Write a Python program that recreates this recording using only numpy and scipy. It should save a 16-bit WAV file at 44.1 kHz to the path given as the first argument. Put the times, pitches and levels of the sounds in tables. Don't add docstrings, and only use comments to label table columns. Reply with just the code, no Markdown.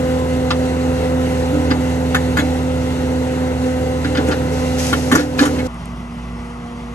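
import sys
import numpy as np
from scipy import signal
from scipy.fft import rfft, irfft, next_fast_len
from scipy.io import wavfile
from scipy.ndimage import uniform_filter1d, map_coordinates

SR = 44100
rng = np.random.default_rng(int(sys.argv[2]) if len(sys.argv) > 2 else 0)


def output_pcm(signal):
    pcm = np.clip(np.atleast_2d(signal).T, -1, 1) * 32767
    wavfile.write(sys.argv[1], SR, np.round(pcm).astype(np.int16))


N = 306054

CUT_S = 5.672
# (time [s], low hums [dB], pump [dB], pump octave [dB], noise reference [dB])
NEAR_DRIVE = [(0, -27, -22.5, -23.5, -24.5), (1.5, -24.5, -21.5, -26, -23.5),
              (2.4, -24.5, -22.5, -27.5, -24.5), (3.0, -26.5, -21, -27, -24.5),
              (3.55, -27, -23, -26.5, -25), (3.68, -28.5, -21.5, -24, -24.5),
              (3.85, -26, -25.5, -24.5, -25), (4.3, -26, -23.5, -25.5, -23.5),
              (4.95, -25.5, -22.5, -26.5, -24), (5.68, -28.5, -24, -27, -26)]
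FAR_DRIVE = [(5.67, -33, -35.5, -57, -31.5), (5.82, -33.5, -37, -61, -30.5), (5.95, -32, -33.5, -52, -31),
             (6.16, -37, -32.5, -51, -32), (6.25, -31, -33.5, -49, -31.5), (6.42, -32, -32.5, -45, -30.5),
             (6.68, -38, -32, -42.5, -30.5), (6.94, -34, -32.5, -42.5, -30.5)]
# (multiple of crankshaft speed [1], level relative to the low hums [dB])
# some, like the far 57 Hz hum, are not engine orders
NEAR_HUMS = [(2, 1.5), (3, -7.5), (3.5, -10), (4, -4.5), (4.5, -10.5), (5, -19.5), (7.5, -18), (8, -18.5),
             (8.5, -17.5), (10, -17), (10.5, -23), (11, -14.5), (11.5, -27), (12, -24), (14, -19),
             (15, -17.5), (16, -20.5), (18, -21), (22, -23)]
FAR_HUMS = [(1.55, 1.5), (3.5, -8.5), (4.65, -6), (9, -25), (10, -17), (18, -17.5), (23, -22), (30.8, -21),
            (38.5, -26), (53.9, -23)]
# (pump harmonic [1], level relative to the octave [dB])
NEAR_WHINE = [(3, -14.5), (4, -21), (5, -25.5), (6, -24.5), (8, -25.5)]
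FAR_WHINE = [(3, -5)]
# (frequency [Hz], relative density [dB per Hz])
NEAR_ROAR = [(18, -60), (30, -11.5), (75, 1.5), (162, -3), (202, -8.5), (256, 0), (308, -5.5), (505, -2),
             (653, -12), (770, -7.5), (960, -12.5), (1100, -21), (1380, -14.5), (2400, -28.5), (3120, -40),
             (5280, -120)]
FAR_ROAR = [(18, -47), (30, -10), (65, -4), (108, -1.5), (180, -0.5), (238, -7.5), (297, -12), (478, -16),
            (574, -15.5), (1150, -12.5), (1570, -24), (2400, -37), (3120, -61), (5280, -120)]
# (frequency [Hz], relative density [dB per Hz])
NEAR_HISS = [(1060, -64), (1800, -0.5), (2050, 2.5), (2400, -7), (2720, 1.5), (3090, -7), (3700, -7),
             (4100, -6.5), (4500, -9), (5390, -12.5), (5800, -7.5), (8450, -11), (10000, -15.5),
             (11400, -12.5), (12300, -21), (12900, -56)]
FAR_HISS = [(1060, -45), (1800, -10.5), (2000, -3.5), (2340, -10), (2600, -6.5), (3900, -18), (5900, -15.5),
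            (7660, -23.5), (9500, -22), (11100, -23), (12000, -34), (12900, -55)]
OCTAVE_DROPS = [1.76, 2.39, 2.95, 3.58, 4.05, 5.01]
# (start time [s], gain [dB], hold [s])
LEVEL_DROPS = [(5.146, -5, 0.13), (5.402, -4, 0.038)]
# (time [s], level [dB], treble setting [dB], favoured pitch [Hz], rattle [s])
CLANKS = [(0.505, -9, -46, 1110, 0.01), (1.705, -18.5, -25, 3600, 0.011), (1.712, -16.5, -25, 1480, 0.0074),
          (2.146, -8.5, -2.5, 1760, 0.014), (2.370, -11, -2.5, 1804, 0.0086),
          (2.385, -17, -0.5, 3420, 0.019), (4.043, -21.5, -22, 2000, .015), (4.148, -20, -26, 1500, 0.015),
          (4.171, -16.5, -26, 3220, .011), (4.271, -26.5, 2, 2927, .037), (4.31, -18.5, -28, 1440, .012),
          (4.319, -18.5, -26, 1640, 0.011), (4.928, -8.5, -5, 1290, 0.011),
          (5.115, -7.5, -1.5, 1510, 0.016), (5.151, -8, 3.5, 1470, 0.0087), (5.174, -19, -26, 1960, 0.039),
          (5.383, -20, -9, 2460, 0.0075), (5.39, -9.5, -26, 1680, .012), (5.409, -18, 2, 1390, 0.025),
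          (5.428, -12, -19, 1296, 0.011), (5.453, -14.5, 0.5, 1400, 0.015), (5.585, -24, -10, 2540, 0.018)]
# (frequency [Hz], relative level [dB], t60 [s])
STEEL_MODES = [(1050, -3, 0.036), (1212, 8.5, 0.025), (1300, -7, 0.04), (1407, 4, 0.017),
               (1580, -1.5, 0.0087), (1755, 8.5, 0.026), (1849, 3, 0.044), (1993, 8.5, 0.024),
               (2203, 4.5, 0.037), (2500, -3, 0.027), (3045, -25, 0.032), (3390, -8, 0.037),
               (4020, -9, 0.035)]
# (frequency [Hz], relative level [dB], t60 [s])
STEEL_TOP_MODES = [(4320, -31, 0.02), (4850, -3, 0.054), (6020, 6, 0.03), (6100, 4, 0.028), (6800, 7, 0.07),
                   (9400, -54, .01)]
# (time [s], level [dB], starting pitch [Hz], panel ring relative to thud [dB])
THUDS = [(1.531, -15, 263, -2), (1.568, -26, 264, -4), (1.71, -12.5, 288, -11.5), (2.39, -9, 251, -11.5),
         (4.045, -18, 288, -3.5), (4.183, -7, 262, -23), (4.284, -9.5, 246, -9), (4.932, -13, 246, -13),
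         (5.126, -6, 249, -10), (5.161, -11, 315, -5), (5.41, -4, 274, -13), (5.461, -16, 268, -12),
         (5.534, -22, 254, -24), (5.588, -20, 244, -16)]
# (frequency [Hz], relative level [dB], t60 [s])
BOOM_MODES = [(293.5, 2, 0.63)]
# (start time [s], level [dB], hold [s])
SOIL_SHOWERS = [(4.5, -41.5, 0.25), (4.774, -28.5, 0.096), (4.948, -38.5, 0.19), (5.127, -34.5, 0.027),
                (5.304, -52, 0.33), (5.373, -31, 0.029), (5.643, -42, 0.062)]
# (frequency [Hz], relative density [dB per Hz])
PATTER = [(530, -34), (1000, -10), (2470, -3.5), (3680, -9), (6190, -1.5), (8500, -10), (11400, -9),
          (12300, -18), (12900, -23)]
# (time [s], level [dB], pitch [Hz])
TICKS = [(5.7444, -42, 8600), (5.8568, -31.5, 8700)]
# (frequency [Hz], t60 [s])
YARD_DECAY = [(200, 0.048), (2000, 0.092), (10000, 0.068)]
# (frequency [Hz], direct-wave share [1], direct-wave phase [rad])
PORTS = [(60, 1, 2.7), (250, 1, 2.3), (620, 1, 1.35), (1010, 1, 1.37), (1200, 0.49, 0.4),
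         (1780, 0.96, 1.47), (3050, .4, 1.83), (6100, 0.34, 0.5), (9000, 0.79, 1.9), (11000, .7, 1.46)]
# (frequency [Hz], level [dB])
NEAR_SIDE = [(60, -14), (140, -13), (250, -13.5), (330, -10.5), (510, -5), (640, -3.5), (800, -6.5),
             (1080, 5), (1350, 0.5), (1750, -2.5), (2390, -2), (3600, 2.5), (5420, 0), (6400, -3.5),
             (8600, -3), (10000, 7.5), (11400, 0.5), (11700, -45)]
FAR_SIDE = [(60, -20), (310, -17), (460, -4), (700, -6.5), (1050, -3.5), (1590, 3), (2390, -6), (3600, 3),
            (5000, -6), (6200, -12), (8700, -2), (10000, 1), (11300, 3), (11700, -32)]

NEAR_PUMP_HZ, FAR_PUMP_HZ = 255.0, 238.7
PUMP_PER_TURN = 6.422
NEAR_HISS_DB, FAR_HISS_DB = -14, -16
OCTAVE_DROP_DB, OCTAVE_DROP_S = -7.5, 0.044
DROP_FALL_S, DROP_RISE_S = 0.018, 0.095
EDGE_DB, EDGE_GROWTH = -23.5, 0.44
THUD_S, SHAKE_DB, SHAKE_T60_S = 0.0202, -10.5, 0.3
SHOWER_RISE_S, SHOWER_FALL_DB_PER_S = 0.026, 154
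TOP_HZ = 12890


def amp(db):
    return 10 ** (np.asarray(db) / 20)


def unit(x):
    return x / np.sqrt(np.mean(x ** 2) + 1e-20)


def along(points, hz, axis=1):
    table = np.transpose(points)
    return np.interp(np.log(hz + 1), np.log(table[0] + 1), table[axis])


def curves(rows):
    s, *cols = np.transpose(rows)
    return [np.interp(np.arange(N) / SR, s, c) for c in cols]


def wobble(rate):
    knots = rng.standard_normal(int(N * rate / SR) + 4)
    return map_coordinates(knots, [np.arange(N) * rate / SR])


def gate(start, rise, hold, fall):
    return np.interp(np.arange(N) / SR - start, np.cumsum([0, rise, hold, fall]), [0, 1, 1, 0])


def filtered(x, response):
    m = next_fast_len(N + SR // 2)
    return irfft(rfft(x, m) * response(np.fft.rfftfreq(m, 1 / SR)), m)[..., :N]


def rush(spectrum, patchy_db):
    z = signal.stft(rng.standard_normal((2, N + 512)), nperseg=512)[2]
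    field = uniform_filter1d(rng.standard_normal(z.shape[1:]), size=6, axis=0)
    field = uniform_filter1d(field, size=10, axis=1)
    pair = signal.istft(z * amp(patchy_db * unit(field)), nperseg=512)[1][:, :N]
    return unit(filtered(pair, lambda hz: amp(along(spectrum, hz))))


def tones(phase, table, waver_db, rate):
    total = 0
    for k, db in table:
        level = np.sqrt(2) * amp(db + waver_db * wobble(rate))
        total = total + level * np.sin(k * phase + rng.uniform(0, 2 * np.pi))
    return total


def ringing(modes, push, near_hz=None):
    t = np.arange(SR // 4) / SR
    scatter_db = 2 * rng.standard_normal(len(modes))
    ring = 0
    for (hz, db, t60), extra_db in zip(modes, scatter_db):
        favour_db = -18 * np.sqrt(np.abs(np.log2(hz / near_hz))) if near_hz else 0
        ring = ring + amp(db + extra_db + favour_db - 60 * t / t60) * np.sin(2 * np.pi * hz * t)
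    out = signal.fftconvolve(ring, push)[:len(t)]
    return out / np.abs(out).max()


def yard(x):
    hz, t, z = signal.stft(rng.standard_normal((2, SR // 3)), SR, nperseg=256)
    decay = amp(-60 * t / along(YARD_DECAY, hz)[:, None])
    tail = signal.istft(z * decay, SR, nperseg=256)[1]
    return signal.fftconvolve(x, tail / np.linalg.norm(tail[0]), axes=1)[:, :N]


def ticks():
    out, t = np.zeros(N), np.arange(SR // 50) / SR
    for s, db, hz in TICKS:
        grain = np.sin(2 * np.pi * hz * t) + 0.89 * rng.standard_normal(len(t))
        out[round(s * SR):][:len(t)] += amp(db - 60 * t / 0.0084) * grain
    return out


def soil():
    t = np.arange(N) / SR
    level = 0
    for s, db, hold in SOIL_SHOWERS:
        swell = np.clip((t - s) / SHOWER_RISE_S, 0, 1)
        thinning_db = SHOWER_FALL_DB_PER_S * np.maximum(t - s - SHOWER_RISE_S - hold, 0)
        level = level + swell * amp(db - thinning_db)
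    sizes = amp(4 * np.minimum(rng.exponential(size=(2, N)), 3))
    landed = rng.random((2, N)) < 4500 / SR
    grains = landed * rng.standard_normal((2, N)) * sizes
    bed = 1.3 * rng.standard_normal((2, N)) + unit(grains)
    patter = unit(filtered(bed, lambda hz: amp(along(PATTER, hz))))
    return level * amp(0.72 * wobble(44)) * patter


def thuds():
    out, shake = np.zeros(N + SR), np.zeros(N + SR)
    t, tail = np.arange(round(THUD_S * SR)) / SR, np.arange(SR // 2) / SR
    swell = np.abs(np.sin(np.pi * t / THUD_S)) ** 0.34
    for s, db, hz, panel_db in THUDS:
        burst = swell * np.sin(2 * np.pi * hz * t * (1 - 1.37 * t))
        start = round((s - .003) * SR)
        out[start:][:len(t)] += amp(db) * burst
        out[start:][:SR // 4] += amp(db + panel_db) * ringing(BOOM_MODES, np.hanning(SR // 400))
        rumble = amp(db + SHAKE_DB - 60 * tail / SHAKE_T60_S)
        shake[start:][:len(tail)] += rumble * (1 - np.exp(-tail / 0.0091))
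    return out[:N] + shake[:N] * rush(NEAR_ROAR, patchy_db=2)


def clanks():
    out, t = np.zeros((2, N + SR)), np.arange(SR // 16) / SR
    body = signal.butter(3, [850, 4400], "band", fs=SR, output="sos")
    bright = signal.butter(2, [3500, 9000], "band", fs=SR, output="sos")
    edge = signal.butter(2, [8000, 11800], "band", fs=SR, output="sos")
    for s, db, treble_db, hz, rattle in CLANKS:
        shape = np.exp(-(t / max(rattle, .002)) ** 2) * (1 - np.exp(-t / 0.00034))
        for path in out:
            contacts = amp(4 * rng.standard_normal(len(t) // 64 + 1)).repeat(64)[:len(t)]
            strikes = 4 * (rng.random(len(t)) < 250 / SR)
            strikes[SR // 1000] = 4
            chatter = shape * contacts * (rng.standard_normal(len(t)) + strikes)
            ring = ringing(STEEL_MODES, chatter, hz)
            ring += amp(treble_db - 19.0) * ringing(STEEL_TOP_MODES, chatter)
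            crack = amp(-8) * signal.sosfilt(body, chatter)
            crack += amp(treble_db - 11.5) * signal.sosfilt(bright, chatter)
            crack += amp(EDGE_DB + EDGE_GROWTH * treble_db) * signal.sosfilt(edge, chatter)
            start = round(s * SR)
            path[start:][:len(ring)] += amp(db) * ring
            path[start:][:len(t)] += amp(db) * crack
    return out[:, :N]


def machine(drive, pump_hz, hums, whine, roar, hiss, hiss_db):
    hum_db, pump_db, octave_db, noise_db = curves(drive)
    t = np.arange(N) / SR
    octave_db += OCTAVE_DROP_DB * sum(np.exp(-((t - s) / OCTAVE_DROP_S) ** 2) for s in OCTAVE_DROPS)
    pump = 2 * np.pi * np.cumsum(pump_hz + 0.26 * wobble(4)) / SR
    crank = pump / PUMP_PER_TURN
    drone = amp(hum_db) * tones(crank, hums, waver_db=0.5, rate=9)
    drone += amp(pump_db) * tones(pump, [(1, 0)], waver_db=1.04, rate=12)
    octave = tones(pump, [(2, 0)], waver_db=.9, rate=12)
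    drone += amp(octave_db) * (octave + tones(pump, whine, waver_db=2.2, rate=15))
    throb = 1 + 0.025 * np.cos(2 * crank) + 0.038 * np.cos(crank / 2)
    noise = amp(noise_db - 2.5 + 0.58 * wobble(5.65)) * rush(roar, patchy_db=1.0)
    noise += amp(noise_db + hiss_db + 0.84 * wobble(12)) * rush(hiss, patchy_db=1.15)
    drop_db = sum(db * gate(s, DROP_FALL_S, hold, DROP_RISE_S) for s, db, hold in LEVEL_DROPS)
    return amp(drop_db) * (drone * [[1], [.3]] + throb * noise)


def ports(pair, side, cancel_db):
    def difference(hz):
        share = np.clip(along(PORTS, hz), 0, 1)
        direct = share * np.exp(1j * along(PORTS, hz, axis=2))
        return amp(along(side, hz)) * [direct, np.sqrt(1 - share ** 2)]

    parts = filtered(pair, difference)
    both = filtered(pair[0], lambda hz: amp(cancel_db * np.exp(-((hz - 10100) / 330) ** 2)))
    return both + np.array([[1], [-1]]) * parts.sum(axis=0)


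def scene():
    steel, boom = clanks(), thuds()
    knocks = steel + boom + yard(amp(3.5) * steel + amp(-5.0) * boom)
    near = machine(NEAR_DRIVE, NEAR_PUMP_HZ, NEAR_HUMS, NEAR_WHINE, NEAR_ROAR, NEAR_HISS, NEAR_HISS_DB)
    near = near + knocks + soil()
    far = machine(FAR_DRIVE, FAR_PUMP_HZ, FAR_HUMS, FAR_WHINE, FAR_ROAR, FAR_HISS, FAR_HISS_DB)
    far = far + ticks()
    later = np.clip((np.arange(N) / SR - CUT_S) / .003, 0, 1)
    return (1 - later) * ports(near, NEAR_SIDE, cancel_db=-36) + later * ports(far, FAR_SIDE, cancel_db=-31)


def record(dry):
    bass_cut = filtered(dry, lambda hz: 1 / (1 + (38 / (hz + 1)) ** 4))
    held = bass_cut / (1 + np.abs(bass_cut) ** 6) ** (1 / 6)
    return filtered(held, lambda hz: hz < TOP_HZ)


dry = scene()
out = record(dry)
output_pcm(out)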